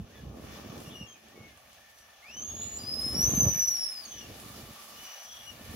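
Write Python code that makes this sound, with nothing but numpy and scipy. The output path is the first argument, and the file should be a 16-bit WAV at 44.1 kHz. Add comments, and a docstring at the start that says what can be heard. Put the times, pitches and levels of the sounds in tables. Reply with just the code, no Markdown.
"""Squeezed vinyl inflatable

A soft vinyl inflatable is squeezed in a small room.
Air forced through its valve excites edge tones that whistle and jump between stages;
turbulent air hisses, coloured by the resonances of the valve tube.
The slack skin thumps and rumbles as a loosely stretched membrane, and small creases tick as it buckles."""
import sys
import numpy as np
from scipy import signal
from scipy.fft import rfft, irfft
from scipy.io import wavfile

SR = 44100
rng = np.random.default_rng(int(sys.argv[2]) if len(sys.argv) > 2 else 0)


def put_to_file(sound):
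    """Save the sound as 16-bit audio at rate SR, in the file named by the first command-line argument."""
    columns = np.atleast_2d(sound).T  # one column per channel
    safe = np.clip(columns, -1, 1)
    whole_steps = np.round(safe * 32767)
    wavfile.write(sys.argv[1], SR, whole_steps.astype(np.int16))


N = 253575

# Big squeeze, pitch of the low stage, set by jet speed: (time [s], pitch [Hz])
SQUEEZE_PITCH = [(2.222, 2045), (2.27, 2400), (2.334, 2935), (2.394, 3075), (2.452, 3250), (2.526, 3270),
                 (2.634, 3484), (2.76, 3485), (2.785, 3610), (2.8, 3510), (2.9, 3660), (3.125, 3745),
                 (3.158, 3980), (3.198, 4110), (3.29, 4525), (3.365, 4495), (3.5, 4347), (3.69, 4240),
                 (3.742, 4185), (3.76, 4048), (3.86, 3946), (3.94, 3680), (4.005, 3633), (4.056, 3230),
                 (4.11, 3094), (4.21, 2895), (4.28, 2620)]
# When each stage sounds: (start [s], end [s])
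LOW_STAGE_SPANS = [(2.222, 2.8), (4.05, 4.28)]
HIGH_STAGE_SPANS = [(2.785, 4.088)]
# Strength of each stage by pitch: (pitch [Hz], 1st partial [dB], 2nd partial [dB])
LOW_STAGE_LEVELS = [(2050, -58, -84), (2380, -53, -68), (2650, -50.5, -60), (3026, -48, -39.5),
                    (3100, -58, -39.5), (3260, -67, -40.5), (3490, -74, -36.5)]
HIGH_STAGE_LEVELS = [(4350, -51, -74), (4570, -43.5, -52), (4900, -45, -57.5), (5100, -30.5, -48.5),
                     (5170, -37, -48), (5610, -30.5, -45), (5920, -27, -42), (6590, -26, -38)]
# Weak peeps of small squeezes:
# (start [s], length [s], first pitch [Hz], last pitch [Hz], 1st partial [dB], 2nd partial [dB])
SMALL_PEEPS = [(0.046, .09, 1200, 1740, -70, -83), (.12, .05, 1810, 2080, -62, -77),
               (.142, 0.078, 1754, 1690, -59.5, -61.5), (0.844, 0.06, 2830, 2820, -58.5, -61.5),
               (0.925, 0.14, 2930, 2793, -48, -56), (1.063, 0.091, 3310, 3134, -56, -54.5),
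               (1.13, .05, 2680, 2250, -60.5, -78), (1.291, 0.076, 1770, 2010, -64.5, -82),
               (1.345, .195, 2220, 2115, -60.5, -78), (1.487, 0.074, 1800, 1654, -63, -87),
               (1.772, .06, 1620, 1920, -62, -83), (1.83, 0.4, 1780, 1750, -65.5, -82),
               (1.92, 0.15, 3010, 2910, -81, -66)]
# Last, long squeak: (time [s], pitch [Hz], 1st partial [dB], 2nd partial [dB])
FINAL_SQUEAK = [(4.93, 2680, -62, -70), (4.999, 2952, -52.5, -53), (5.1, 2956, -53.5, -53),
                (5.3, 2924, -70, -51.5), (5.4, 2922, -66, -56), (5.485, 2884, -47.5, -52),
                (5.54, 2780, -65, -68)]
# Half-formed whistles, noise in a moving band:
# (start [s], length [s], first centre [Hz], last centre [Hz], level [dB])
BREATHY_WHISTLES = [(.5, .1, 3560, 3460, -61.5), (.89, 0.065, 3350, 3500, -56),
                    (2.4, 0.51, 2910, 2885, -62.5), (2.4, 0.43, 3480, 3500, -60),
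                    (2.5, 0.35, 3870, 4180, -59.5), (4.07, 0.17, 3420, 3410, -58.5),
                    (4.199, 1.2, 1199, 1152, -62), (5.24, 0.25, 3283, 3350, -54.5)]
# Air pressed out of the toy: (time [s], rustle level [dB])
AIR_LEVEL = [(0.0, -65.5), (0.18, -60), (0.33, -64), (0.43, -57), (0.57, -53), (0.69, -56.5), (0.88, -53.5),
             (1.06, -61.5), (2.13, -61), (2.66, -57), (2.91, -56.5), (3.33, -49.5), (3.49, -52.5),
             (3.78, -56), (4.2, -57), (4.5, -54), (4.69, -56), (5.06, -53), (5.32, -57), (5.52, -57),
             (5.75, -53.5)]
# Relative spectra of crease rustle and valve jet: (frequency [Hz], density [dB per Hz])
RUSTLE_SPECTRUM = [(240, -47), (400, -17), (573, -3), (821, -4), (972, -15), (1720, -9), (2710, -7.5),
                   (5000, -15.5), (6500, -9), (11000, -120)]
JET_SPECTRUM = [(1180, -41), (2000, -4.5), (2360, -8.5), (2710, -36), (2950, 2.5), (3190, -8), (5410, 2.5),
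                (8330, -9.5), (10100, -13.5), (13800, 5.5), (15800, 1.5)]
# Valve tube and microphone resonances: (frequency [Hz], width [Hz], boost over the hiss [dB])
TUBE_RESONANCES = [(680, 39, 2), (1150, 117, 16), (1770, 83, 10), (2290, 200, 5.5), (2934, 32, 5.5),
                   (3440, 116, 5.5), (5500, 600, 2), (10050, 600, 13)]
# Motion of the skin under the arms: (time [s], deep sway level [dB], drumming level [dB])
SKIN_LEVELS = [(0.0, -35.5, -51.5), (0.09, -64, -57.5), (0.26, -45.5, -49), (0.48, -51.5, -49.5),
               (0.78, -58.5, -45), (1.0, -53.5, -52), (1.2, -75, -66), (1.41, -61, -52.5), (1.6, -68, -71),
               (2.24, -75, -75), (2.37, -57.5, -55.5), (2.98, -47.5, -48), (3.48, -33, -35.5),
               (3.54, -47.5, -51), (3.92, -74, -70), (4.29, -52, -48.5), (4.39, -57, -55),
               (4.63, -53, -51.5), (4.84, -78, -63.5), (5.03, -63, -59.5), (5.12, -82, -80.5),
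               (5.75, -45, -48.5)]
# Relative spectrum of the pushes on the skin: (frequency [Hz], density [dB per Hz])
RUMBLE_SPECTRUM = [(15, -52), (25, -22.5), (64, -1.5), (119, -6), (182, -10), (224, -3), (253, -7),
                   (375, -10), (615, -13), (977, -24.5), (1140, -18), (1500, -33.5), (1950, -67),
                   (3300, -120)]
# Skin snapping taut: (time of the swing's centre [s], level [dB], frequency [Hz])
SKIN_SNAPS = [(0.002, -30, 166), (0.238, -44, 190.0), (0.272, -37, 151), (0.66, -38, 200.0),
              (0.703, -35, 140.0), (0.866, -58, 120.0), (1.014, -32.5, 190.0), (1.037, -40.5, 100.0),
              (1.378, -40, 407), (2.84, -41, 184), (3.066, -31.5, 260), (3.167, -30.5, 177),
              (3.193, -29, 169), (3.286, -23, 111), (3.337, -20.5, 227), (3.38, -18.5, 189),
              (3.436, -20.5, 132), (3.469, -18, 118), (3.495, -28.5, 156), (3.563, -32, 144),
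              (4.507, -41, 107), (4.565, -42, 184), (4.635, -40.5, 110.0), (5.699, -39, 93)]
# Creases: (time [s], level before the band-pass [dB])
CREASE_TICKS = [(0.4504, -46), (0.779, -47), (0.804, -41), (0.8694, -58), (1.285, -48.5), (1.5744, -47),
                (1.731, -50), (1.9867, -48), (3.7701, -35), (4.3999, -41)]
# Left-right likeness of the diffuse sources: (frequency [Hz], correlation [0-1])
STEREO_LIKENESS = [(60, 0.96), (250, 0.93), (500, 0.51), (2000, 0.24), (8000, 0), (14000, 0.012)]
# Balance of the two ports: (frequency [Hz], left over right [dB])
PORT_BALANCE = [(60, -2.5), (200, -1), (700, 0), (2400, 1), (4400, 3.5), (6300, 0), (8100, -5),
                (15000, -10)]

HIGH_STAGE_RATIO = 1.38   # pitch of the high stage over the low one
EASING_S, EASING_DB = 3.84, -5   # the big squeeze's tone is weaker once the grip eases
PEEP_ATTACK_S, PEEP_RELEASE_S = 0.015, 0.02
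PEEP_WAVER_HZ = 30   # weak jets hold their pitch less well
BREATHY_FADE_SHARE = 0.32   # of the length, at each end
JET_DB, TOP_HISS_DB = -17.5, 7   # jet (7.6-9.4 kHz) against the rustle; top hiss against the jet
VALVE_OPENS_S, OPENING_S, OPEN_JET_DB = 2.39, .4, 5.5   # the valve opens wider, the jet stays stronger
SMALL_THUMPS_PER_S, SMALL_THUMP_DB, SMALL_THUMP_HZ = 8, 6.5, 150   # mean rate; medians, dB over drumming
ROOM_T60_S, ROOM_DB = 0.17, -2   # decay time; tail energy against the direct sound
LEFT_LAG_S, CUTOFF_HZ = 3.5e-5, 15780


def whistles():
    """Edge tones: a jet striking an edge oscillates nearly sinusoidally; turbulence makes it waver."""
    flutter = from_db(2.57 * drift(84) + 1.22 * drift(14))
    loose_hz = PEEP_WAVER_HZ * drift(71.6)
    tones = big_squeeze() + small_peeps(loose_hz) + final_squeak(loose_hz) + breathy_whistles()
    return tones * flutter


def big_squeeze():
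    """Stage jumping: one jet speed supports two stages of edge tone, a fixed pitch ratio apart."""
    out = np.zeros(N)
    waver = 1 + 0.00364 * drift(54)
    low_hz, = in_time(SQUEEZE_PITCH)
    easing = from_db(EASING_DB * gate(EASING_S, N / SR + 1, .15, 1))
    stages = [(low_hz, LOW_STAGE_SPANS, LOW_STAGE_LEVELS),
              (HIGH_STAGE_RATIO * low_hz, HIGH_STAGE_SPANS, HIGH_STAGE_LEVELS)]
    for hz, spans, levels in stages:
        pitch, first_db, second_db = np.transpose(levels)
        tone = edge_tone(hz * waver, np.interp(hz, pitch, first_db), np.interp(hz, pitch, second_db))
        sounding = sum(gate(start, end, 0.0044, 0.029) for start, end in spans)
        out += sounding * easing * tone
    return out


def small_peeps(loose_hz):
    """Weak excitation: brief edge tones glide and hold their pitch loosely."""
    out = np.zeros(N)
    for start, length, first_hz, last_hz, first_db, second_db in SMALL_PEEPS:
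        shape = gate(start, start + length, PEEP_ATTACK_S, PEEP_RELEASE_S)
        on = shape > 0
        hz = glide(start, length, first_hz, last_hz) + loose_hz
        out[on] += shape[on] * edge_tone(hz[on], first_db, second_db)
    return out


def final_squeak(loose_hz):
    """Sustained edge tone: the balance of its partials shifts over its course while the pitch holds nearly
    steady."""
    hz, first_db, second_db = in_time(FINAL_SQUEAK)
    shape = gate(FINAL_SQUEAK[0][0], FINAL_SQUEAK[-1][0], PEEP_ATTACK_S, PEEP_RELEASE_S)
    return shape * edge_tone(hz + loose_hz, first_db, second_db)


def breathy_whistles():
    """Quadrature modulation: noise on both phases of a carrier is a band of noise around it."""
    out = np.zeros(N)
    for start, length, first_hz, last_hz, level_db in BREATHY_WHISTLES:
        phase = 2 * np.pi * np.cumsum(glide(start, length, first_hz, last_hz)) / SR
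        noise = drift(87) * np.sin(phase) + drift(200) * np.cos(phase)
        fade = BREATHY_FADE_SHARE * length
        out += gate(start, start + length, fade, fade) * from_db(level_db) * noise
    return out


def edge_tone(hz, first_db, second_db):
    """Harmonic series: four partials, the 3rd and 4th following the 1st and 2nd in level."""
    phase = 2 * np.pi * np.cumsum(hz) / SR
    levels = [first_db, second_db, first_db - 27, second_db - 25]
    return sum((hz * k < .4 * SR) * from_db(db) * np.sin(k * phase) for k, db in enumerate(levels, 1))


def air():
    """Turbulence noise: crease rustle and jet hiss, both filtered by the tube resonances."""
    rustle_db, = in_time(AIR_LEVEL)
    jet_db = rustle_db + JET_DB + OPEN_JET_DB * gate(VALVE_OPENS_S, N / SR + 1, OPENING_S, 1)
    top_db = jet_db + TOP_HISS_DB
    rustle = stereo_colour(grains(4000, 1.3), RUSTLE_SPECTRUM)
    rustle = patchy(rustle, [300, 900, 1500, 2600, 7000], 1.3)
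    jet = stereo_colour(rng.standard_normal((2, N)), JET_SPECTRUM)
    body = patchy(jet, [1500, 4500, 7000, 11500], 1.1)
    body /= np.std(band(jet, 7600, 9400))
    top = rms_one(band(jet, 11500, 18000))
    gusts = from_db(0.98 * drift(18))
    hiss = from_db(rustle_db + 0.72 * drift(15)) * rustle
    hiss += gusts * (from_db(jet_db) * body + from_db(top_db) * top)
    return hiss + sum((from_db(db) - 1) * resonance(hiss, hz, width) for hz, width, db in TUBE_RESONANCES)


def skin():
    """Forced membrane: dense soft pushes drum on the slack skin; snaps stand out as short swings."""
    deep_db, drum_db = in_time(SKIN_LEVELS)
    pushes = stereo_colour(grains(900, 1.93), RUMBLE_SPECTRUM)
    pushes += .5 * resonance(pushes, 218.6, 16)   # air body of the toy
    deep = rms_one(band(pushes, 11, 139.0))
    drum = rms_one(band(pushes, 146, 2660))
    rumble = from_db(deep_db + 1.04 * drift(12)) * deep
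    rumble += from_db(drum_db + 1.43 * drift(18.4)) * drum
    return rumble + thumps(drum_db)


def thumps(drum_db):
    """Heavily damped oscillation: each snap swings for about two cycles; small ones fall at random."""
    small = []
    for at in np.flatnonzero(rng.random(N) < SMALL_THUMPS_PER_S / SR):
        level_db = drum_db[at] + SMALL_THUMP_DB + rng.normal(0, 3.8)
        small.append((at / SR, level_db, SMALL_THUMP_HZ * 2 ** rng.normal(0, 0.74)))
    margin = SR // 20   # room for swings that begin before their centre
    out = np.zeros(N + SR)
    t = np.arange(-margin, margin) / SR
    for centre_s, level_db, hz in SKIN_SNAPS + small:
        at = round(centre_s * SR)
        swell = np.exp(-(t * hz / np.where(t < 0, .6, .8)) ** 2)   # quick swell, slower fall
        out[at:at + len(t)] += from_db(level_db) * swell * np.sin(-2 * np.pi * hz * t)
    return out[margin:margin + N]


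def creases():
    """Impulsive buckling: each crease gives a bright noise puff that dies in a few ms."""
    clicks = np.zeros(N)
    clicks[[round(s * SR) for s, db in CREASE_TICKS]] = from_db(np.array(CREASE_TICKS)[:, 1])
    decay = signal.lfilter([1], [1, -np.exp(-1 / (0.0023 * SR))], clicks)
    puffs = decay * rng.standard_normal(N)
    return signal.sosfilt(signal.butter(2, [1500, 11000], "band", fs=SR, output="sos"), puffs)


def room(x):
    """Reverberation: a dense decaying tail, different on each side, beats with gliding tones."""
    t = np.arange(SR // 2) / SR
    response = rng.standard_normal((2, len(t))) * from_db(-60 * t / ROOM_T60_S) * (t > .004)
    response *= from_db(ROOM_DB) / np.sqrt(np.sum(response ** 2, axis=1, keepdims=True))
    response[:, 0] = 1   # direct sound
    return signal.fftconvolve(x[None], response, axes=1)[:, :N]


def from_db(db):
    """Logarithmic level: decibels to amplitude gain."""
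    return 10 ** (np.asarray(db) / 20)


def rms_one(x):
    """Effective value: scale to rms 1."""
    return x / np.sqrt(np.mean(x ** 2) + 1e-20)


def in_time(rows):
    """Linear interpolation: columns of a time table, one value a sample."""
    s, *columns = np.transpose(rows)
    return [np.interp(np.arange(N) / SR, s, c) for c in columns]


def at_hz(points, hz):
    """Logarithmic frequency axis: read a spectrum table by pitch distance."""
    table_hz, values = np.transpose(points)
    return np.interp(np.log(hz), np.log(table_hz), values)


def glide(start_s, length_s, first_hz, last_hz):
    """Linear frequency sweep: a straight slide of pitch."""
    return in_time([(start_s, first_hz), (start_s + length_s, last_hz)])[0]


def gate(start_s, end_s, attack_s, release_s):
    """Amplitude envelope: 1 between two times, with linear ramps inside them."""
    t = np.arange(N) / SR
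    return np.clip(np.minimum((t - start_s) / attack_s, (end_s - t) / release_s), 0, 1)


def drift(rate_hz):
    """Low-pass random process: noise at every 20th sample through a double one-pole filter, rms 1."""
    r = np.exp(-40 * np.pi * rate_hz / SR)
    noise = rng.standard_normal(N // 20 + 4002)
    slow = signal.lfilter([1], [1, -2 * r, r * r], noise)[4000:]   # drop the filter's settling
    return np.interp(np.arange(N) / 20, np.arange(len(slow)), rms_one(slow))


def grains(per_s, spread_db):
    """Shot noise: two trains of random clicks of uneven size and either sign."""
    sizes = from_db(spread_db * np.minimum(rng.exponential(1, (2, N)), 4))
    sizes *= rng.choice([-1, 1], (2, N))
    return sizes * (rng.random((2, N)) < per_s / SR)


def resonance(x, hz, width_hz):
    """Damped resonator: a two-pole peak of gain 1."""
    r = np.exp(-np.pi * width_hz / SR)
    zeros = (1 - r * r) / 2 * np.array([1, 0, -1])
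    return signal.lfilter(zeros, [1, -2 * r * np.cos(2 * np.pi * hz / SR), r * r], x)


def band(x, low_hz, high_hz):
    """Band limitation: a steep band-pass."""
    return signal.sosfilt(signal.butter(3, [low_hz, high_hz], "band", fs=SR, output="sos"), x)


def patchy(x, edges_hz, depth_db):
    """Independent modulation: each band of a noise swells and sinks on its own."""
    edges = zip(edges_hz, edges_hz[1:])
    return sum(from_db(depth_db * drift(5.1)) * band(x, low, high) for low, high in edges)


def stereo_colour(pair, spectrum):
    """Partial coherence: unrelated sources mix into left and right with a set likeness, rms 1."""
    hz = np.maximum(np.fft.rfftfreq(N, 1 / SR), 10)
    alike = np.clip(at_hz(STEREO_LIKENESS, hz), 0, 1)
    mid, side = rfft(pair) * from_db(at_hz(spectrum, hz))
    return rms_one(irfft(np.sqrt(1 + alike) * mid + np.sqrt(1 - alike) * side * [[1], [-1]], N))


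def leaning(pair):
    """Interaural-like cues: two ports favour different bands, and the left hears a little later."""
    hz = np.maximum(np.fft.rfftfreq(N, 1 / SR), 10)
    side = np.array([[1], [-1]])
    late = np.exp(-1j * np.pi * hz * LEFT_LAG_S * side)
    return irfft(rfft(pair) * from_db(at_hz(PORT_BALANCE, hz) / 2 * side) * late, N)


def scene():
    """Superposition: whistles and ticks in the room, over skin and air."""
    return room(whistles() + creases()) + skin() + air()


def record(dry):
    """Band-limited pickup: two microphone ports, a bass roll-off and a steep cut of the top."""
    ports = signal.sosfilt(signal.butter(1, 30, "high", fs=SR, output="sos"), leaning(dry))
    return signal.sosfilt(signal.ellip(12, .5, 85, CUTOFF_HZ, fs=SR, output="sos"), ports)


dry = scene()
out = record(dry)
put_to_file(out)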